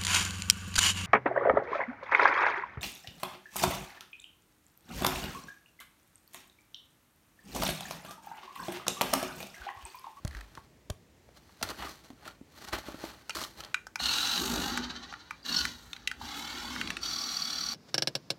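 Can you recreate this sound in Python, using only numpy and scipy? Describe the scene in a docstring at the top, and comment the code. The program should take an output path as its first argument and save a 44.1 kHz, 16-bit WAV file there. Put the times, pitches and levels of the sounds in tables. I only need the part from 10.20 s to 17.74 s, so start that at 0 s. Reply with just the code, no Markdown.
"""Toy car on kitchen tiles

A microphone at floor level is bumped and shuffled into place: its hollow case thumps, ticks, creaks
and slides over grit. A remote-control car clacks its steering and drives in spurts, loose plastic
gears whirring, bare rims drumming and scraping on the tiles. It races by, coasts, jerks forward,
creeps off and ends up straining against a cupboard, its gears throbbing and ratcheting."""
import sys
import numpy as np
from scipy import signal
from scipy.fft import rfft, irfft
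from scipy.io import wavfile
from scipy.ndimage import uniform_filter1d, map_coordinates

SR = 44100
rng = np.random.default_rng(int(sys.argv[2]) if len(sys.argv) > 2 else 0)


def materialize(psi):
    """Save the field psi as 16-bit PCM at rate SR to the path in sys.argv[1].

    A 1-D psi becomes a single channel; in a 2-D psi each row is a channel.
    """
    bounded = np.clip(np.atleast_2d(psi).T, -1, 1)
    quanta = np.round(bounded * 32767).astype(np.int16)
    wavfile.write(sys.argv[1], SR, quanta)


N = 332514
TIME = np.arange(N) / SR
AGE = TIME[:SR // 8]   # time axis of one short hit

# Motor spurts (spin up, race by, jerk, faint roll, creep, strain): on/s, off/s, rise/s,
# run-down/(dB/s), gears/dB, shell/dB, scrape/dB, rim rumble/dB, floor boom/dB,
# first mesh f/Hz, settled mesh f/Hz, whine against rattle/dB, throb/dB
SPURTS = [ (3.786, 4.169, 0.036, 119, -31, -39, -43.5, -50, -56, 1448, 1326, -5.5, 2.5),
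          (4.159, 4.481, 0.063, 32, -37.5, -39, -46.5, -38, -46.5, 1337, 1338, -32, 5),
          (5.235, 5.409, 0.056, 140, -32.5, -40, -46, -44.5, -59, 1411, 1484, -2, 3),
          (5.45, 5.726, 0.024, 5, -61.5, -60.5, -65, -67, -60, 1415, 1422, -18, 2.5),
          (5.986, 6.6, 0.06, 47, -43, -44.5, -54.5, -57, -63, 1049, 1110, -12, 2.5),
          (6.811, 7.54, 0.012, 52.5, -38, -46, -51, -52.5, -60.5, 1117, 1137, -3, 1.5), ]


def from_db(db):
    """Decibels to gain."""
    return 10 ** (np.asarray(db) / 20)


def rms_one(x):
    """Scale to rms 1."""
    return x / np.sqrt(np.mean(x ** 2) + 1e-20)


def evened(x, seconds):
    """Hold the running rms at 1."""
    return x / np.sqrt(np.maximum(uniform_filter1d(x ** 2, int(seconds * SR)), 1e-12))


def bell(t, half_length):
    """Bell-shaped envelope that peaks at t = 0."""
    return np.exp(-np.minimum((t / half_length) ** 2, 30))


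def swells(rows):
    """Envelopes that rise to peaks and die away; one gain curve for each level column."""
    power = 0
    for s, rise_s, fall_s, *db in rows:
        distance = np.maximum((s - TIME) / rise_s, (TIME - s) / fall_s)
        power = power + np.outer(from_db(db) ** 2, np.exp(-2 * np.minimum(distance, 20)))
    return np.sqrt(power)


def drift(rate):
    """Random wander of rms 1 with a new value so many times a second."""
    return rms_one(map_coordinates(rng.standard_normal(N // 20), [TIME * rate], order=1))


def coloured(x, spectrum):
    """EQ through (f/Hz, level/dB) points, rolling off below the first."""
    hz, db = np.transpose(spectrum)
    bins = np.maximum(np.arange(N // 2 + 1) * SR / N, 1)
    curve = from_db(np.interp(np.log(bins), np.log(hz), db))
    return irfft(rfft(x) * curve * np.minimum(bins / hz[0], 1), N)


def band(x, low_hz, high_hz, order=2):
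    """Causal band-pass."""
    sos = signal.butter(order, [low_hz, min(high_hz, .45 * SR)], "band", fs=SR, output="sos")
    return signal.sosfilt(sos, x + 1e-18)


def resonate(x, hz, width_hz):
    """One resonance with gain 1 at its peak."""
    r, w = np.exp(-np.pi * width_hz / SR), 2 * np.pi * hz / SR
    return signal.lfilter(np.array([1, 0, -1]) * (1 - r * r) / 2, [1, -2 * r * np.cos(w), r * r], x)


def ring(clicks, hz, t60):
    """A unit click sets a sine of height 1 ringing."""
    r, w = from_db(-60 / (t60 * SR)), 2 * np.pi * hz / SR
    return signal.lfilter([0, np.sin(w)], [1, -2 * r * np.cos(w), r * r], clicks + 1e-18)


def clicks_at(seconds, gains):
    """Single-sample impulses."""
    out = np.zeros(N)
    out[np.round(np.asarray(seconds) * SR).astype(int)] = gains
    return out


def bursts(seconds, db, t60):
    """Noise that starts at each moment and dies away."""
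    decay = from_db(-60 / (t60 * SR))
    envelope = signal.lfilter([1], [1, -decay], clicks_at(seconds, from_db(db)) + 1e-18)
    return envelope * rng.standard_normal(N)


def puff(db, t60):
    """One short noise that dies away."""
    return from_db(db - 60 * AGE / t60) * rng.standard_normal(len(AGE))


def grains(per_s, spread_db):
    """Tiny contacts at random moments, a few much larger than the rest."""
    sizes = from_db(spread_db * np.minimum(rng.exponential(1, N), 4)) * rng.choice([-1, 1], N)
    return rms_one(sizes * (rng.random(N) < per_s / SR))


def add(out, s, x):
    """Mix a short sound in at a moment."""
    start = int(round(s * SR))
    out[start:start + len(x)] += x[:N - start]


def kitchen(x, t60, treble_t60, wet_db):
    """Add the room's diffuse tail; lows and treble each have their own decay."""
    age = TIME[:SR // 2]
    low, high = rng.standard_normal((2, len(age)))
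    tail = band(low, 100, 2670) * from_db(-60 * age / t60)
    tail += band(high, 5200, 21000) * from_db(-60 * age / treble_t60 - 5)
    tail *= np.clip(age / 0.0057 - 1, 0, 1)   # pre-delay, then fade in
    return x + from_db(wet_db) * signal.fftconvolve(x, tail / np.sqrt(np.sum(tail ** 2)))[:N]


def floor_boom():
    """The low rumble of the floor, rms 1."""
    # Boom spectrum: f/Hz, level/dB
    spectrum = [(25, -47), (42, 5), (60, 18.5), (85, 5), (130, -0.5), (250, -45)]
    return rms_one(coloured(rng.standard_normal(N), spectrum))


def room_tone():
    """The quiet kitchen: steady air over a low rumble."""
    # Air spectrum: f/Hz, level/dB
    spectrum = [(15, -54), (25, -71), (53, -36), (59, -24), (84, -2.5), (99, -4), (344, -9.5),
                (1440, -24.5), (1890, -21), (2910, -25.5), (4370, -28.5), (7000, -29.5), (10000, -35.5),
                (16000, -37)]
    air = rms_one(coloured(rng.standard_normal(N), spectrum))
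    return from_db(-62) * air + from_db(-70) * floor_boom()


def through_case(x):
    """The hollow colour of the microphone's case."""
    # Case resonances: f/Hz, width/Hz, level/dB
    case_modes = [(616, 64, 4.5), (1320, 400, 4.5), (1850, 370, 2.5), (2660, 290, -35), (4260, 470, 7),
                  (5830, 350, -2.5)]
    return sum(from_db(db) * resonate(x, hz, width_hz) for hz, width_hz, db in case_modes)


def case_thumps():
    """Each bump on the case rings one low, damped tone."""
    # Bumps: t/s, level/dB, f/Hz, t60/s
    bumps = [(0.049, -16.5, 116, 0.025), (0.048, -51, 234, 0.03), (0.071, -34.5, 69.5, 0.26),
             (0.149, -33.5, 50.7, 0.37), (0.379, -41.5, 85, 0.06), (0.702, -22, 86, 0.043),
             (0.699, -27, 521, 0.01), (1.418, -40, 228, 0.063), (1.447, -43, 89, .08),
             (1.903, -38, 266, 0.063), (1.931, -43.5, 261, 0.04), (2.213, -35, 268, 0.03),
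             (2.685, -30.5, 310, 0.029), (2.744, -30, 298, 0.021), (2.839, -26.5, 317, 0.034)]
    return sum(ring(clicks_at([s], from_db(db)), hz, t60) for s, db, hz, t60 in bumps)


def case_creak():
    """Each slip of the gripped case rings one hollow resonance, with a little snap on top."""
    # Uneven slips: t/s, level/dB
    creaks = [(0.072, -39), (0.11, -34.5), (0.13, -42), (0.1493, -32.5), (.169, -34), (0.1888, -39),
              (0.2095, -30.5)]
    s, db = np.transpose(creaks)
    slips = bursts(s, db, t60=0.018)
    return 3.4 * resonate(slips, 1620, 370) + 0.55 * band(slips, 3760, 4300, order=1)


def finger_ticks():
    """A finger on the case gives a dull knock, a bright tick and a crisp top."""
    # Touches: t/s, knock/dB, knock f/Hz, tick/dB, top/dB
    touches = [(0.0499, -42, 580, -33, -22.5), (0.0775, -58, 597, -31, -26), (0.352, -54, 1200, -35.5, -57),
               (0.374, -41.5, 915, -58, -62), (0.701, -41.5, 600, -24, -27.5), (1.089, -57, 583, -74, -70),
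               (1.293, -56, 950, -54, -74.5), (1.413, -44, 650, -40, -50), (1.427, -45, 597, -14, -33),
               (1.4316, -41, 940, -25, -34), (1.489, -48, 1300, -26, -45), (1.504, -44, 1190, -29, -38),
               (1.511, -41, 1210, -37, -44), (1.623, -38.5, 850, -35, -44), (1.633, -43, 990, -42, -43),
               (1.67, -44.5, 1180, -41, -50), (1.903, -49.5, 650, -45, -45), (2.077, -42, 1340, -28.5, -48),
               (2.449, -50, 1210, -32.5, -42), (2.486, -53, 950, -27.5, -40), (2.528, -34, 950, -30, -48),
               (2.5853, -50, 590, -28, -44), (2.684, -44, 600, -52, -60), (2.744, -49, 600, -54, -60),
               (2.84, -43, 620, -48, -43), (3.1505, -40, 1190, -23, -34), (3.168, -34.5, 1190, -34, -29),
               (3.193, -43, 1190, -24, -39), (3.215, -43, 1200, -23, -40), (3.238, -52, 1200, -24, -39),
               (3.2431, -46, 1200, -27, -39), (3.249, -43, 1180, -34, -39), (3.405, -49, 1280, -26.5, -45),
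               (3.437, -55, 1300, -31, -42), (3.448, -53, 594, -29, -42)]
    out = np.zeros(N)
    for s, knock_db, knock_hz, tick_db, top_db in touches:
        push, snap = puff(knock_db + 10, t60=0.033), puff(tick_db - 10.5, t60=0.018)
        knock = 0.63 * band(push, 180, 1340) + 4.65 * resonate(push, knock_hz, 134)
        tick = 2.8 * band(snap, 2760, 4270, order=1) + 0.79 * through_case(snap)
        top = band(puff(top_db, t60=0.0012), 4300, 12000)
        add(out, s, knock + tick + top)
    return out


def grit_crunch():
    """Coarse grains snap one by one and ring the hollow case, each with a colour of its own."""
    # Hollow rings under the grit: f/Hz, width/Hz, level/dB
    crunch_modes = [(324, 64, 7.5), (623, 125, 1), (820, 51, 8), (1147, 72, 1.5), (1530, 77, 4),
                    (3020, 220, -7.5), (3850, 560, -12.5)]
    snaps = grains(per_s=210, spread_db=2.2)
    rings = sum(from_db(db) * resonate(snaps * rng.standard_normal(N), hz, width_hz)
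                for hz, width_hz, db in crunch_modes)
    return evened(rings, .04)


def case_slide():
    """The case slides over gritty tile: fine friction, crunch, boom and a crackle as its edge catches."""
    # Pushes: peak t/s, rise/s, fall/s, body/dB, grit/dB
    pushes = [(0.17, 0.1, 0.098, -56.5, -60.5), (0.37, 0.043, 0.063, -61.5, -63),
              (1.175, 0.014, 0.012, -57.5, -57), (1.43, 0.0015, 0.013, -32.5, -31.5),
              (1.506, 0.029, 0.019, -40, -42.5), (1.626, 0.038, 0.049, -41, -53),
              (1.70, 0.18, 0.054, -51.5, -48), (1.85, 0.022, 0.057, -62.5, -61),
              (2.075, 0.041, 0.033, -48.5, -53), (2.45, 0.063, 0.0041, -51, -50.5),
              (2.49, 0.017, 0.014, -46, -45.5), (2.533, 0.0069, 0.024, -32, -38),
              (2.588, 0.013, 0.016, -42.5, -44), (2.69, 0.08, 0.067, -49, -52),
              (2.85, 0.076, 0.099, -48.5, -49.5), (3.153, 0.0037, 0.076, -43, -39.5),
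              (3.172, .01, .015, -50, -41), (3.22, 0.043, 0.026, -43.5, -41),
              (3.245, 0.014, 0.0065, -54, -38), (3.385, .015, .02, -55, -58),
              (3.406, 0.021, 0.009, -47.5, -47.5), (3.437, 0.013, 0.054, -50.5, -57)]
    # Friction spectrum of case on tile: f/Hz, level/dB
    spectrum = [(50, -16), (200, 3.5), (400, -1.5), (520, -7.5), (850, -2.5), (1250, -6), (2200, -8),
                (3200, -3.5), (4400, -9), (5300, -7.5), (7500, -11), (10300, -15), (13000, -5), (16000, 3)]
    body_gain, grit_gain = swells(pushes)
    friction = coloured(grains(per_s=6000, spread_db=2.85), spectrum) * from_db(2.06 * drift(90))
    friction = friction + through_case(friction)
    rub = rms_one(band(friction, 56, 3430, order=3))
    body = 0.97 * rub + from_db(-3.5) * grit_crunch() + from_db(-8.5) * floor_boom()
    catches = grains(per_s=170, spread_db=2.9)
    crackle = evened(through_case(catches) + 0.2 * band(catches, 2500, 12000), .06)
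    grit = 0.81 * rms_one(band(friction, 3460, 11800, order=3)) + from_db(-7.5) * crackle
    return body * body_gain + grit * grit_gain


def steering_clacks():
    """A plastic lever hits its stop, or the drive train snaps taut, and rebounds at once; where it lands
    decides which modes ring."""
    # Clacks of steering and controls, plus the knocks at 3.8 s and 6.013 s as the drive train takes up its
    # slack when a spurt starts: t/s, body/dB, centre f/Hz, crack/dB, low cut/Hz, # accented ring f/Hz,
    # accent/dB
    clacks = [(3.095, -19.5, 1430, -13, 600, 2784, 4), (3.105, -23.5, 2550, -21, 850, 2433, 6),
              (3.5432, -13, 1630, -12, 1330, 2410, 7), (3.668, -34, 1390, -23.5, 400, 884, 0),
              (3.757, -22.5, 1380, -13.5, 766, 2390, 15), (3.8, -18.5, 1090, -34, 800, 1160, 10),
              (4.574, -16, 1610, -10, 1050, 1456, 2), (4.925, -27.5, 1203, -31, 830, 1170, -3),
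              (4.938, -27, 1620, -36, 843, 1436, 0), (5.108, -23.5, 1322, -23, 870.6, 2360, 17),
              (5.4519, -15, 1720, -10, 1070, 1990, -3), (5.731, -26.5, 3430, -21, 1000, 3680, 4),
              (5.7641, -31.5, 2700, -31, 850, 2794, -12), (5.8741, -15.5, 2780, -9.5, 1490, 1990, 6.5),
              (5.9136, -23, 1864, -20, 1192, 1508, 2), (6.013, -29.5, 842, -40, 698.7, 878.5, -6.5),
              (6.561, -25, 1511, -36, 850.6, 1430, 0), (6.6128, -16.5, 1720, -17.5, 1100, 2784, 10),
              (6.674, -21, 2577, -21, 802, 2798, -2), (6.703, -17, 2230, -13, 1090, 1970, -3),
              (6.768, -21.5, 2490, -18, 1090, 2600, 8)]
    # Rings of the plastic: f/Hz, level/dB, t60/s
    clack_modes = [(854, 14, 0.015), (1255, 0, 0.037), (1470, 7, 0.025), (1780, 4, 0.018),
                   (1984, 2.5, 0.028), (2380, 2, 0.022), (2710, 3, 0.021), (3130, 7, 0.011),
                   (3870, 8.5, 0.017), (4400, 1, 0.045)]
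    out = np.zeros(N)
    hz, mode_db, t60 = np.transpose(clack_modes)
    decays = from_db(-60 * np.outer(1 / t60, AGE))
    polarity = (-1) ** np.arange(len(hz))
    for s, body_db, centre_hz, crack_db, low_hz, accent_hz, accent_db in clacks:
        shift = accent_hz / hz[np.argmin(np.abs(hz - accent_hz))]   # all rings retune with the accent
        rings = np.sin(2 * np.pi * np.outer(shift * hz, AGE)) * decays
        colour_db = -11 * np.abs(np.log2(hz / centre_hz))
        colour_db += accent_db * bell(np.log2(hz / accent_hz), .12)
        blow = polarity * from_db(body_db + mode_db - 13.5 + colour_db + rng.standard_normal(len(hz)))
        rebound = 0.65 * blow * rng.standard_normal(len(hz))
        top_hz = max(2.63 * centre_hz, 2 * low_hz)   # a softer contact is duller
        crack = band(puff(crack_db - 12.5, t60=0.029), 4400, 6670, order=1)
        add(out, s, band(blow @ rings, low_hz, top_hz, order=3) + crack)
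        add(out, s + rng.uniform(0.00085, 0.00144), band(rebound @ rings, low_hz, top_hz, order=3))
    return out


def throttle():
    """Each spurt rises, sags and runs down: five layer gains, then mesh Hz, whine dB and throb dB."""
    power, tone = np.full((5, N), 1e-14), np.zeros((3, N))
    for on, off, rise_s, run_down, *layer_db, first_hz, settled_hz, whine_db, throb_db in SPURTS:
        gear_db, shell_db, scrape_db, rim_db, floor_db = layer_db
        now = TIME >= on
        age, coasting = TIME[now] - on, np.maximum(TIME[now] - off, 0)
        effort = 1 - np.exp(-age / rise_s)
        sag_db = 2 * np.minimum(age, off - on)   # the motor tires under power
        fade_db = run_down * coasting + 8.5 * coasting ** 2   # friction fades a coasting car ever faster
        cut_db = 156 * coasting   # scrape and throb die once the motor is cut
        levels = [gear_db - sag_db - fade_db,
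                  shell_db - sag_db - fade_db,
                  scrape_db - sag_db - cut_db,
                  rim_db - fade_db - 9 * coasting,   # the rumble dies sooner than the whir
                  floor_db - fade_db]
        power[:, now] += (effort * from_db(levels)) ** 2
        mesh_hz = settled_hz + (first_hz - settled_hz) * np.exp(-age / .12)
        tone[:, now] = np.broadcast_arrays(mesh_hz, whine_db, throb_db * from_db(-cut_db))
    return (*np.sqrt(power), *tone)


def shaft_turns():
    """Turns of the gear shaft, counted from the first throb against the cupboard."""
    # Shaft speed: t/s, speed/(turns/s)
    shaft = [(3.8, 30), (3.9, 41), (4.2, 50), (4.5, 49), (5.9, 20), (6.2, 39), (6.84, 39.6), (7.2, 37.5),
             (7.54, 37.4)]
    stall_s = 6.836
    turns = np.cumsum(np.interp(TIME, *np.transpose(shaft))) / SR
    return turns - np.interp(stall_s, TIME, turns)


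def gear_load(turns, throb_db):
    """Tooth pressure peaks once a shaft turn and wherever the gears bind."""
    # Binds: t/s, boost/dB, half length/s
    binds = [(3.858, 6, .003), (4.642, 12, .014), (4.706, 14.5, .012), (4.765, 14, .013),
             (4.838, 10.5, .013), (4.912, 7, .018), (5.012, 11, .018), (5.264, 7, .005), (5.295, 8, .006),
             (5.327, 6, .005), (5.346, 7, .0035), (5.369, 11, .007), (5.391, 10, .006), (5.412, 6, .008),
             (5.444, 2, .003), (5.494, 5, .005)]
    throb = np.cos(2 * np.pi * turns) + 0.21 * np.cos(4 * np.pi * turns)
    unevenness = 1 + .13 * drift(35)
    db = throb_db * throb * unevenness + drift(200)
    for s, boost_db, half_length in binds:
        db += boost_db * bell(TIME - s, half_length)
    return evened(from_db(db), .085)


def rim_rumble(gain):
    """Uneven hollow rims drum on the tiles, wobbling from mode to mode, brighter when driven harder."""
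    # Modes of rims and chassis: f/Hz, width/Hz, level/dB
    rim_modes = [(174, 13, -1), (206.4, 15.5, -3.5), (244.3, 15, 4.5), (286, 22.5, -1.5), (336, 16.3, -1.5),
                 (392.4, 20, -10.5), (600, 160, -15.5)]
    tilt_db_per_octave, pivot_hz = 9 * (gain / gain.max() - .5), rim_modes[2][0]
    rumble = np.zeros(N)
    for hz, width_hz, db in rim_modes:
        wobble_db = 3 * drift(14)
        drumming = resonate(grains(per_s=900, spread_db=2.9), hz, width_hz)
        rumble += from_db(db + tilt_db_per_octave * np.log2(hz / pivot_hz) + wobble_db) * drumming
    return evened(band(rumble, 148, 490), 0.13) * gain * from_db(-2)


def rim_scrape(load):
    """Bare plastic hisses over the grain of the tiles, pulsing with the gear load."""
    # Scrape spectrum: f/Hz, level/dB
    spectrum = [(3000, -28), (6500, 9), (8500, 2), (10300, -4), (11500, 2), (13500, 1.5), (16000, -6)]
    return rms_one(coloured(grains(per_s=7000, spread_db=4.3), spectrum)) * load ** 0.51


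def tooth_chirp(half_length, hz, db, upper_db):
    """A slipping tooth sings two wavering tones, about a major third apart."""
    waver = uniform_filter1d(rng.standard_normal((2, len(AGE))), 64, axis=1)
    phases = 2 * np.pi * np.cumsum(hz * (1 + .16 * waver), axis=1) / SR
    tones = from_db(db) * np.sin(phases[0]) + from_db(upper_db) * np.sin(1.26 * phases[1])
    return tones * bell(AGE - AGE.mean(), half_length)


def slipping_teeth(turns):
    """Single hard slips, then a ratchet: against the cupboard one tooth jumps on every shaft turn."""
    # Hard slips: t/s, half length/s, f/Hz, level/dB, upper tone/dB
    slips = [(3.801, 0.004, 4160, -30, -58), (3.827, 0.0068, 4250, -33, -59),
             (3.8585, 0.0026, 4160, -22, -48), (3.897, 0.017, 4280, -28.5, -46),
             (3.931, 0.0037, 4200, -27, -39), (5.232, 0.003, 4750, -47.5, -71),
             (5.328, .005, 4450, -29, -34), (5.345, 0.003, 4570, -24.5, -35),
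             (5.369, 0.0059, 4344, -21.5, -23.5), (5.392, 0.003, 4570, -21.5, -33),
             (5.399, 0.0013, 4570, -31, -38), (5.411, .006, 4480, -28, -44),
             (7.17, 0.0026, 4610, -26.5, -42), (7.223, .003, 4560, -24, -47),
             (7.489, 0.0025, 4485, -27, -42)]
    out = np.zeros(N)
    for s, *slip in slips:
        add(out, s - AGE.mean(), tooth_chirp(*slip))
    for s in np.interp(np.arange(turns[-1]), turns, TIME):
        jump = tooth_chirp(half_length=.005, hz=4570, db=-31, upper_db=-35.5)
        add(out, s - AGE.mean(), jump * from_db(rng.standard_normal()))
    return out


def off_cupboard(x):
    """A near reflection combs the sound; its notches glide as the car moves."""
    # Echo off the cupboard's side: t/s, delay/s
    echo_path = [(3.8, 0.0099), (4.3, 0.0044), (4.7, 0.0031), (5.2, 0.0017), (6.0, 0.00256), (6.8, .0016),
                 (7.54, .0016)]
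    delay = np.interp(TIME, *np.transpose(echo_path))
    return x + .45 * map_coordinates(x, [(TIME - delay) * SR], order=1)


def gearbox(turns, load, mesh_hz, whine_db, gear_gain, shell_gain):
    """Loose plastic teeth whine and rattle; gears and shell ring in a balance set by how the car runs."""
    # Modes of shell and gearbox: f/Hz, width/Hz, racing/dB, coasting/dB, creeping/dB, straining/dB
    car_modes = [(832, 140, -4.5, -8, 3, -9), (1150, 124, -7.5, -9, 0, -12), (1427, 162, -3, -6.5, 4, -4),
                 (1786, 220, -11, -9, -6, -42), (2177.4, 76, -33, -34, 3, -8.5),
                 (2550, 130, -34, -49, -7, -43.5), (2860, 240, 1, -9, -1, -15.5),
                 (3080, 77, -3, -3, 6, -37), (3412, 52, -1.5, -4, 9, -4.5), (3913, 300, 5, 0.5, 6, -17),
                 (4100, 52, -17, -2, -19, 5), (4240, 110, 0, -4, -16, -23), (4545, 120, 2.5, -0.5, 6.5, -5),
                 (5310, 105, -11, -11, 0.5, -7.5), (5750, 630, -8, -10.5, -4.5, -14.5),
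                 (6230, 460, -4, -9.5, -7, -27), (6350, 330, -11, -26, -23, -39),
                 (7250, 180, -38, -30, -1.5, -50), (9000, 1200, -9.5, -54, -7, -23)]
    # Midpoints of the crossfades between those four states: t/s
    state_changes = [4.58, 5.95, 6.8]
    state = sum(np.clip((TIME - s) / 0.27 + .5, 0, 1) for s in state_changes)
    # the motor wavers, and sags a little under each throb
    waver = 1 + .021 * drift(260) + .011 * drift(30) - .012 * np.cos(2 * np.pi * turns)
    teeth = np.cumsum(mesh_hz * waver) / SR
    harmonics = sum(np.cos(2 * np.pi * k * teeth + k * k) for k in range(1, 8)) / 3
    whine = from_db(whine_db) * load * harmonics   # outgrows the rattle as the teeth press harder
    strikes = (np.diff(np.floor(teeth), prepend=0) > 0) * from_db(1.3 * rng.standard_normal(N))
    gears, shell = np.zeros(N), np.zeros(N)
    for k, (hz, width_hz, *state_db) in enumerate(car_modes):
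        # every tooth hits each mode with a new strength, over a bed of noise
        rattle = rms_one(rms_one(strikes * rng.standard_normal(N)) + 1.85 * rng.standard_normal(N))
        shifting_db = 2 * drift(45)   # loose gears shift on their axles
        mode_gain = from_db(np.interp(state, np.arange(4), state_db) + shifting_db)
        mode = resonate(rattle + (-1) ** k * whine, hz, width_hz) * mode_gain
        if hz < 2600:
            shell += mode
        else:
            gears += mode
    # above a threshold, hard-pressed teeth squeak
    pressure = np.clip(load * gear_gain / from_db(-30) - 1, 0, 2)
    squeak = from_db(4) * pressure * resonate(gears, hz=5130, width_hz=950)
    gears = evened(off_cupboard(band(gears, 1560, 6800) + squeak), .009)
    shell = evened(off_cupboard(band(shell, 300, 3900)), 0.025)
    return gears * load * gear_gain + shell * load ** 0.47 * shell_gain


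def toy_car():
    """The throttle drives gears, rims and floor together; the rolling swells where the rims bite."""
    # The rims bite into the tiles: peak t/s, rise/s, fall/s, rumble/dB, scrape/dB, floor boom/dB
    bites = [(3.82, 0.014, 0.088, -48, -60, -43), (4.22, 0.049, 0.13, -36.5, -40.5, -58),
             (4.34, 0.05, 0.082, -37, -46, -60), (4.6, 0.032, 0.041, -36.5, -76, -54),
             (5.3, 0.022, 0.069, -42.5, -64, -52), (5.45, 0.048, 0.081, -49, -59, -47),
             (6.04, 0.05, 0.023, -47, -62, -45), (6.18, 0.021, 0.026, -44, -46.5, -67),
             (6.65, 0.29, 0.13, -42, -69, -47)]
    gear_gain, shell_gain, scrape_gain, rim_gain, floor_gain, mesh_hz, whine_db, throb_db = throttle()
    rim_gain, scrape_gain, floor_gain = np.hypot([rim_gain, scrape_gain, floor_gain], swells(bites))
    turns = shaft_turns()
    load = gear_load(turns, throb_db)
    rolling = rim_rumble(rim_gain) + rim_scrape(load) * scrape_gain + floor_boom() * floor_gain
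    whir = gearbox(turns, load, mesh_hz, whine_db, gear_gain, shell_gain)
    started = np.clip((TIME - SPURTS[0][0]) / 0.002 + 1, 0, 1)   # silent until the first spurt
    return (rolling + whir + slipping_teeth(turns)) * started


def scene():
    """Car, clacks and handling all happen close to the microphone, so the room stays faint."""
    driving = kitchen(toy_car(), t60=0.14, treble_t60=0.2, wet_db=-8)
    contacts = steering_clacks() + case_thumps() + case_slide() + finger_ticks() + case_creak()
    contacts = kitchen(contacts, t60=0.24, treble_t60=0.28, wet_db=-17)
    return (room_tone() + contacts + driving)[None]


def record(dry):
    """The microphone drops the deepest bass; the top is cut steeply."""
    thinned = signal.sosfilt(signal.butter(3, 36, "high", fs=SR, output="sos"), dry)
    return signal.sosfilt(signal.ellip(10, .2, 80, 16000, fs=SR, output="sos"), thinned)


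dry = scene()
out = record(dry)
materialize(out)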